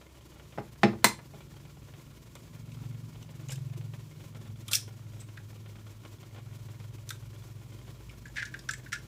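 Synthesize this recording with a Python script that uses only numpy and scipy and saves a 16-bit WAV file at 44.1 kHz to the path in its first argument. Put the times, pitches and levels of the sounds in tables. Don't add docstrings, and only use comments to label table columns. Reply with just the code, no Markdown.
import sys
import numpy as np
from scipy import signal
from scipy.fft import rfft, irfft, next_fast_len
from scipy.io import wavfile
from scipy.ndimage import uniform_filter1d

SR = 44100
rng = np.random.default_rng(int(sys.argv[2]) if len(sys.argv) > 2 else 0)


def inscribe(sig):
    pcm = np.round(np.clip(np.atleast_2d(sig).T, -1, 1) * 32767)
    wavfile.write(sys.argv[1], SR, pcm.astype(np.int16))


N = 399976
T = np.arange(N) / SR
AGE = T[:SR // 2]

# frequency in Hz, level in dB.
PAN_COLOUR = [(150, -9), (330, 7), (480, 4.5), (630, 3.5), (780, -3), (970, 2), (1250, -4.5), (1400, 3),
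              (1620, -10), (2340, -2), (2700, -9), (3200, -4.5), (4400, -13), (7500, -20), (16000, -40)]
# frequency in Hz, level in dB.
SHELL_COLOUR = [(200, -36), (600, -24), (950, -52), (1500, -13), (2050, -40), (2550, 2.5), (2950, -9.5),
                (3400, 2.5), (4500, 0.5), (5550, 2), (6400, 1), (7750, 2), (9300, -1), (11200, -5),
                (14500, -2), (18000, -27)]
# multiple of the pitch, level in dB.
RING_SHAPE = [(.2, -51), (.6, -35), (.84, -11.5), (.95, 2), (1.05, 3.5), (1.16, -20), (1.5, -18.5),
              (8, -52)]


def undb(db):
    return 10 ** (np.asarray(db) / 20)


def unit(x):
    return x / np.sqrt(np.mean(x ** 2))


def add(out, start_s, x):
    i = int(start_s * SR)
    out[i:i + len(x)] += x[:N - i]


def curve(rows):
    times, *columns = np.transpose(rows)
    return [np.interp(T, times, column) for column in columns]


def at_hz(rows, hz):
    frequencies, values = np.transpose(rows)
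    return np.interp(np.log(hz + 1), np.log(frequencies), values)


def noise(colour, size):
    padded = next_fast_len(size)
    hz = np.arange(padded // 2 + 1) * SR / padded
    spectrum = rfft(rng.standard_normal(padded)) * undb(at_hz(colour, hz))
    return unit(irfft(spectrum, padded)[:size])


def fade(t60):
    return np.exp(-np.log(1000) * AGE / t60)


def soften(x, hz):
    return signal.sosfilt(signal.butter(2, min(hz, SR / 2 - 1000), fs=SR, output="sos"), x)


def burst(colour, t60, size=len(AGE)):
    decay = fade(t60)[:size]
    spectrum = rfft(rng.standard_normal(size) * decay)
    spectrum /= np.sqrt(uniform_filter1d(abs(spectrum) ** 2, size=size * 400 // SR))
    hz = np.arange(len(spectrum)) * SR / size
    cepstrum = irfft(np.log(undb(at_hz(colour, hz))), size)
    cepstrum[1:size // 2] *= 2
    cepstrum[size // 2:] = 0
    x = irfft(spectrum * np.exp(rfft(cepstrum)), size) * (np.arange(size) < size // 2)
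    return x * np.sqrt(np.sum(decay ** 2) / np.sum(x ** 2))


def resonance(shape, hz, t60, size=len(AGE)):
    return burst(sorted((hz * multiple, db) for multiple, db in shape), t60, size)


def ring(tones):
    return sum((-1) ** k * undb(db) * fade(t60) * np.sin(2 * np.pi * hz * AGE)
               for k, (hz, db, t60) in enumerate(tones))


def motor(start_hz=24.85, slowing_hz_per_s=0.77, settled_hz=21.67, sag_hz_per_s=0.078, build_s=1):
    # time in seconds, levels in dB of the tones at 5, 6 and 7 times the turning
    # speed, level in dB of the overtones.
    hum_levels = [(1.25, -53, -51.5, -67, -77), (1.85, -71, -50.5, -59, -74), (2.2, -74, -58, -62, -73),
                  (2.55, -48, -55, -50, -60), (2.9, -38.5, -39.5, -46.5, -55.5),
                  (3.2, -47.5, -62, -50.5, -62.5), (3.55, -44.5, -34.5, -44, -63),
                  (3.85, -38, -42, -43, -67), (4.12, -50.5, -54, -49, -73), (4.4, -44.5, -50.5, -49, -55),
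                  (4.8, -44, -49, -58, -65), (5.25, -43, -49.5, -55, -75), (5.7, -45.5, -68, -52.5, -65),
                  (6.1, -50.5, -57, -83, -68), (6.5, -42, -46, -52, -73), (7.7, -46, -48.5, -57, -89),
                  (8.25, -50, -50, -88, -63), (8.7, -70, -47, -60, -74), (9.07, -62, -53, -55.5, -62)]
    # multiple of the turning speed, level in dB.
    overtones = [(8, -5.5), (10, 0), (11, -0.5)]
    # time in seconds, level in dB.
    drone_levels = [(0, -57.5), (3, -61.5), (4.5, -86), (7.2, -60), (8.2, -53), (9.07, -59)]
    # frequency in Hz, level in dB.
    rumble_colour = [(20, -35), (35, -24), (48, -5.5), (58, -6.5), (75, -17.5), (100, 1.5), (140, -9),
                     (180, -10.5), (260, -20.5), (600, -46.5)]
    turns_per_s = np.maximum(start_hz - slowing_hz_per_s * T, settled_hz - sag_hz_per_s * T)
    angle = 2 * np.pi * np.cumsum(turns_per_s) / SR
    *tones_db, overtones_db = curve(hum_levels)
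    hum = sum(undb(db) * np.cos(k * angle) for k, db in zip((5, 6, 7), tones_db))
    hum += sum(undb(overtones_db + db) * np.cos(k * angle) for k, db in overtones)
    drone = np.sqrt(2) * undb(curve(drone_levels)[0] - 1) * np.sin(2.665 * angle)
    rumble = undb(-53) * noise(rumble_colour, N)
    build_up = undb(-7 * np.maximum(1 - T / build_s, 0))
    return build_up ** 2 * hum + build_up * rumble + drone


def room_hiss(flutter_db=2.5, flutter_hz=25):
    # frequency in Hz, level in dB.
    colour = [(20, -7), (150, 6), (260, 1), (330, 8), (480, -3), (650, -5), (780, -15.5), (1000, -2.5),
              (1250, -13), (2500, -11), (4000, -12.5), (7500, -12.5), (8600, -18), (15500, -18)]
    # time in seconds, level in dB.
    levels = [(0, -59), (2.3, -59), (4.3, -58.5), (6, -59), (9.07, -58)]
    flutter = noise([(1, 0), (flutter_hz, 0), (flutter_hz * 4, -60)], N)
    return undb(curve(levels)[0] + flutter_db * flutter) * noise(colour, N)


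def plop(t60, tone_db, swell_s=0.00059, rise_per_s=6):
    hz = 700 * 5 ** rng.random()
    tone = np.sin(2 * np.pi * hz * AGE * (1 + rise_per_s * AGE / 2)) * fade(t60)
    return (burst(PAN_COLOUR, t60) + undb(tone_db) * tone) * (1 - np.exp(-AGE / swell_s))


def simmer(medium_count=20, small_count=260, tiny_count=3000, spatter_s=0.017, spatter_db=-8):
    # start in seconds, level in dB.
    large = [(0.012, -49.5), (1.405, -47.5), (1.651, -50), (2.353, -45.5), (2.837, -52.5), (4.347, -46.5),
             (4.412, -52), (4.878, -48.5), (5.286, -50), (5.756, -48.5), (5.865, -49), (6.035, -54),
             (6.049, -43.5), (6.229, -49.5), (6.346, -48.5), (6.362, -47), (6.384, -48.5), (6.685, -49.5),
             (6.799, -48), (6.84, -52), (7.35, -53), (7.878, -48.5)]
    out = np.zeros(N)
    pops = [plop(t60=0.035, tone_db=-3) for _ in range(16)]
    medium = [(1 + (T[-1] - 1) * (k + when) / medium_count, -56 + 3 * (2 * size - 1))
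              for k, (when, size) in enumerate(rng.random((medium_count, 2)))]
    for start_s, db in large + medium:
        add(out, start_s, undb(db) * plop(t60=0.053, tone_db=-10))
        for delay, pick in rng.random((3, 2)):
            add(out, start_s + spatter_s * delay, undb(db + spatter_db) * pops[int(pick * len(pops))])
    for k, (when, size) in enumerate(rng.random((small_count, 2))):
        add(out, when * T[-1], undb(-60 + 8 * size) * pops[k % len(pops)])
    tiny_db = 4 * np.minimum(rng.exponential(size=tiny_count), 3)
    signs = rng.choice([-1, 1], size=tiny_count)
    clicks = np.zeros(N)
    clicks[rng.integers(0, N, size=tiny_count)] = undb(tiny_db) * signs
    fizz = unit(signal.fftconvolve(clicks, burst(PAN_COLOUR, 0.025))[:N])
    return out + undb(-67) * fizz


def finger_slips(t60=0.066, swell_s=0.00044):
    # start in seconds, level in dB.
    slips = [(0.396, -51), (0.523, -50.5), (1.937, -49.5), (2.002, -65), (2.945, -54.5), (3.146, -57),
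             (3.29, -53), (3.399, -56), (3.492, -45.5), (3.514, -46), (3.733, -52), (3.81, -52),
             (3.936, -46.5), (4.203, -52), (4.238, -53), (4.452, -54.5), (4.71, -45), (5.559, -55),
             (5.659, -50.5), (7.105, -55.5)]
    # frequency in Hz, level in dB.
    skin_colour = [(150, -28), (500, 9), (1000, -1), (2000, -0.5), (3200, 0.5), (4500, -13), (7500, -26),
                   (15000, -24)]
    out = np.zeros(N)
    for start_s, db in slips:
        add(out, start_s, undb(db) * burst(skin_colour, t60) * (1 - np.exp(-AGE / swell_s)))
    return out


def egg_taps(hardest_hz=9600):
    # start in seconds, thud level in dB, knock level in dB, treble limit of the
    # contact in Hz, level in dB of the whole egg's ring.
    taps = [(0.576, -34, -26.5, 1200, -61), (0.583, -29.5, -17, 910, -60), (0.61, -53, -29, 750, -70),
            (0.833, -10.5, -5.5, 2770, -31.5), (0.931, -35.5, -24.5, 900, -70),
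            (1.0434, -23.5, -5, 9600, -43), (1.19, -55, -33, 1520, -70), (1.337, -45, -36, 710, -74)]
    # pitch in Hz, level in dB, fade time in seconds.
    egg_tones = [(2665, -9, .1), (3020, -6, 0.11), (4200, -8, 0.088), (5276, -1, 0.12), (6412, -17, .08)]
    edge_tones = [(954, 5.5, 0.05), (1070, 7.5, 0.035), (1250, -16, .08), (1500, -4, 0.045),
                  (1950, 2, 0.042), (2060, 6, 0.058), (2170, -14, 0.17), (4090, 1, .035), (4250, 3, 0.05),
                  (5700, -15, .07)]
    worktop_tones = [(113.5, -12, 0.42), (134, -5.5, 0.21), (200.6, 1.5, 0.25), (226, -2, 0.26),
                     (328.4, -11, 0.37), (348.5, -3, 0.24), (417, -2.5, 0.16), (478, -16.5, 0.27),
                     (572, -12, 0.18), (624, -23, 0.064), (668, -5, 0.15), (822, -5.5, 0.15),
                     (922, -31, 0.07)]
    edge_bands = [(2020, -4, .012), (2400, -12, .05), (4200, -7, .02)]
    # frequency in Hz, level in dB.
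    knock_colour = [(60, -20), (160, -6), (280, -3), (520, -5), (750, -3.5), (1050, -5), (1500, -5.5),
                    (2050, -3.5), (3000, -9), (4200, -9.5), (8000, -14.5), (16000, -17)]
    clack, thud = np.zeros(N), np.zeros(N)
    for start_s, thud_db, knock_db, contact_hz, egg_db in taps:
        knock = burst(knock_colour, t60=0.059) + undb(-5) * burst(knock_colour, t60=0.011)
        add(clack, start_s, undb(knock_db) * soften(knock, contact_hz) + undb(egg_db) * ring(egg_tones))
        softness_octaves = np.log2(hardest_hz / contact_hz)
        edge_db = knock_db - 9.5 - 16.5 * softness_octaves
        crack_db = knock_db - 7 - 21 * softness_octaves
        crumbs = signal.fftconvolve(crack_jumps(0.048), burst(SHELL_COLOUR, t60=0.0034))[:len(AGE)]
        split = undb(4.5) * burst(SHELL_COLOUR, t60=0.023) + burst(SHELL_COLOUR, t60=0.049)
        crack = split + undb(-9) * crumbs
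        bands = sum(undb(db) * resonance(RING_SHAPE, hz, t60) for hz, db, t60 in edge_bands)
        edge = ring(edge_tones) + bands
        add(clack, start_s, soften(undb(crack_db) * crack + undb(edge_db) * edge, 2 * contact_hz))
        add(thud, start_s, undb(thud_db) * ring(worktop_tones))
    return clack / 2, thud / 2


def crack_jumps(length_s, count=24, snap_s=0.0094):
    jumps = np.zeros(len(AGE))
    when = (np.arange(count) + rng.random(count)) / count
    jumps[(when * length_s * SR).astype(int)] = rng.standard_normal(count) * (1 - when / 2)
    jumps[0] = 5.7 * np.exp(-length_s / snap_s)
    return jumps


def crackle(jumps, sounds):
    turn = np.cumsum(jumps != 0) % len(sounds)
    out = sum(signal.fftconvolve(jumps * (turn == k), sound) for k, sound in enumerate(sounds))
    return out / np.sqrt(uniform_filter1d(out ** 2, SR // 200).max())


def shell_breaking(piece_t60=0.017, hollow_t60=0.036, hands_close_s=8, variants=3, size=4096):
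    # start in seconds, snap level in dB, the hollow's level in dB and pitch
    # in Hz, the loose piece's level in dB and pitch in Hz, crumbling time in seconds.
    cracks = [(2.353, -42.5, -62, 1170, -49, 7850, .002), (2.718, -52.5, -49, 2600, -64, 6530, .006),
              (3.227, -52, -49, 3040, -50, 5900, 0.0016), (3.4855, -44, -49, 2300, -41, 7000, 0.0036),
              (3.492, -52, -44, 2900, -52, 7000, .005), (3.502, -43, -45, 2290, -39, 7300, 0.017),
              (3.519, -35, -46, 1680, -46, 7600, 0.013), (3.529, -58, -62, 2400, -50, 5040, 0.02),
              (3.557, -46, -46, 3000, -49, 6800, 0.0029), (4.681, -34, -43, 2250, -46, 3330, 0.00243),
              (4.685, -46, -45, 1200, -38, 3350, 0.0042), (4.712, -28, -37, 1340, -41, 5200, 0.028),
              (4.7322, -15.5, -24, 2500, -24.5, 3370, .0035), (4.736, -24, -37, 1600, -27, 5500, 0.0084),
              (4.7481, -19, -31, 2400, -34, 5400, 0.0016), (4.7525, -17, -43, 1750, -17.5, 5400, .0018),
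              (4.761, -29, -44, 1740, -33, 6000, 0.012), (5.199, -50, -55, 2420, -46.5, 7940, 0.018),
              (5.3726, -52, -38.5, 1620, -52, 3870, 0.004), (7.0911, -32, -55, 1900, -38, 4700, .001),
              (7.105, -32, -32.5, 1510, -34.5, 3640, 0.0034), (8.093, -52, -45, 2220, -65, 5530, 0.00414),
              (8.2547, -56, -38, 1620, -56, 7000, 0.005), (8.281, -56, -54, 1600, -53, 6900, .004),
              (8.359, -46, -38, 1730, -52, 5500, .006), (8.365, -40, -27.5, 1780, -55, 5600, 0.019),
              (8.381, -47, -28, 1750, -51, 5500, 0.012), (8.396, -42, -30, 1780, -51, 5600, .009),
              (8.408, -54, -35, 1950, -58, 5500, 0.022), (8.422, -43, -29, 1690, -54, 6400, 0.0061),
              (8.428, -43, -27.5, 1610, -46, 5600, .004), (8.452, -39.5, -36, 1670, -46, 6360, 0.013),
              (8.466, -61, -44, 1680, -59, 5600, .03), (8.54, -46, -30.5, 1600, -56, 5530, 0.005),
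              (8.591, -41.5, -55, 1890, -41, 5330, .004), (8.6889, -32.5, -21, 1550, -34, 5600, 0.0054),
              (8.709, -34, -44, 1650, -31, 7650, 0.0053), (8.7358, -34.5, -32, 1770, -37, 7800, 0.0015),
              (8.861, -63, -40.5, 1650, -62, 5500, 0.009), (8.921, -40, -35, 1740, -52, 5500, .006),
              (8.9285, -29.5, -23, 1630, -34, 5540, .0048), (8.936, -31.5, -34, 1560, -42, 5700, 0.0049),
              (8.951, -43, -33, 1560, -54, 5500, .008)]
    # multiple of the pitch, level in dB.
    hollow_shape = [(.25, -47), (.55, -29), (.76, -18), (.88, -1), (1, 5.5), (1.14, -2), (1.38, -8.5),
                    (2.12, -18.5), (10, -58)]
    snaps, hollows = np.zeros(N), np.zeros(N)
    for start_s, snap_db, hollow_db, hollow_hz, piece_db, piece_hz, length_s in cracks:
        jumps = crack_jumps(length_s)[:size]
        top_hz = 11200 * 2 ** ((snap_db + 54) / 76) * (0.012 / length_s) ** 0.12
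        if start_s > hands_close_s:
            top_hz *= 0.46
        tick = undb(5) * burst(SHELL_COLOUR, t60=0.0028, size=size)
        ticks = [tick + burst(SHELL_COLOUR, t60=0.028, size=size) for _ in range(variants)]
        piece_rings = [resonance(RING_SHAPE, piece_hz, piece_t60, size) for _ in range(variants)]
        hollow_rings = [resonance(hollow_shape, hollow_hz, hollow_t60, size) for _ in range(variants)]
        add(snaps, start_s, undb(snap_db) * crackle(jumps, soften(ticks, top_hz)))
        add(snaps, start_s, undb(piece_db) * crackle(jumps, piece_rings))
        add(hollows, start_s, undb(hollow_db) * crackle(jumps, hollow_rings))
    return snaps / 2, hollows / 2


def kitchen_echo(x, echo_db, build_s=0.0025):
    # frequency in Hz, fade time in seconds.
    fade_times = [(100, 0.21), (500, 0.23), (2000, 0.21), (6000, 0.25), (15000, 0.16)]
    tail = 0
    for hz in 125 * 2. 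** np.arange(8):
        band_hz = [hz / np.sqrt(2), min(hz * np.sqrt(2), SR / 2 - 1000)]
        octave = signal.butter(3, band_hz, "band", fs=SR, output="sos")
        tail = tail + signal.sosfilt(octave, rng.standard_normal(len(AGE))) * fade(at_hz(fade_times, hz))
    tail *= 1 - np.exp(-(AGE / build_s) ** 2)
    return x + undb(echo_db) * signal.fftconvolve(x, tail / np.linalg.norm(tail))[:N]


def scene():
    clack, thud = egg_taps()
    snaps, hollows = shell_breaking()
    egg = kitchen_echo(clack, echo_db=-10) + thud + kitchen_echo(hollows, echo_db=-10)
    small_sounds = kitchen_echo(snaps + finger_slips() + simmer(), echo_db=-9.5)
    return (egg + small_sounds + motor() + room_hiss())[None]


def record(dry):
    return signal.sosfilt(signal.ellip(10, 0.2, 70, 15500, fs=SR, output="sos"), np.tanh(dry))


dry = scene()
out = record(dry)
inscribe(out)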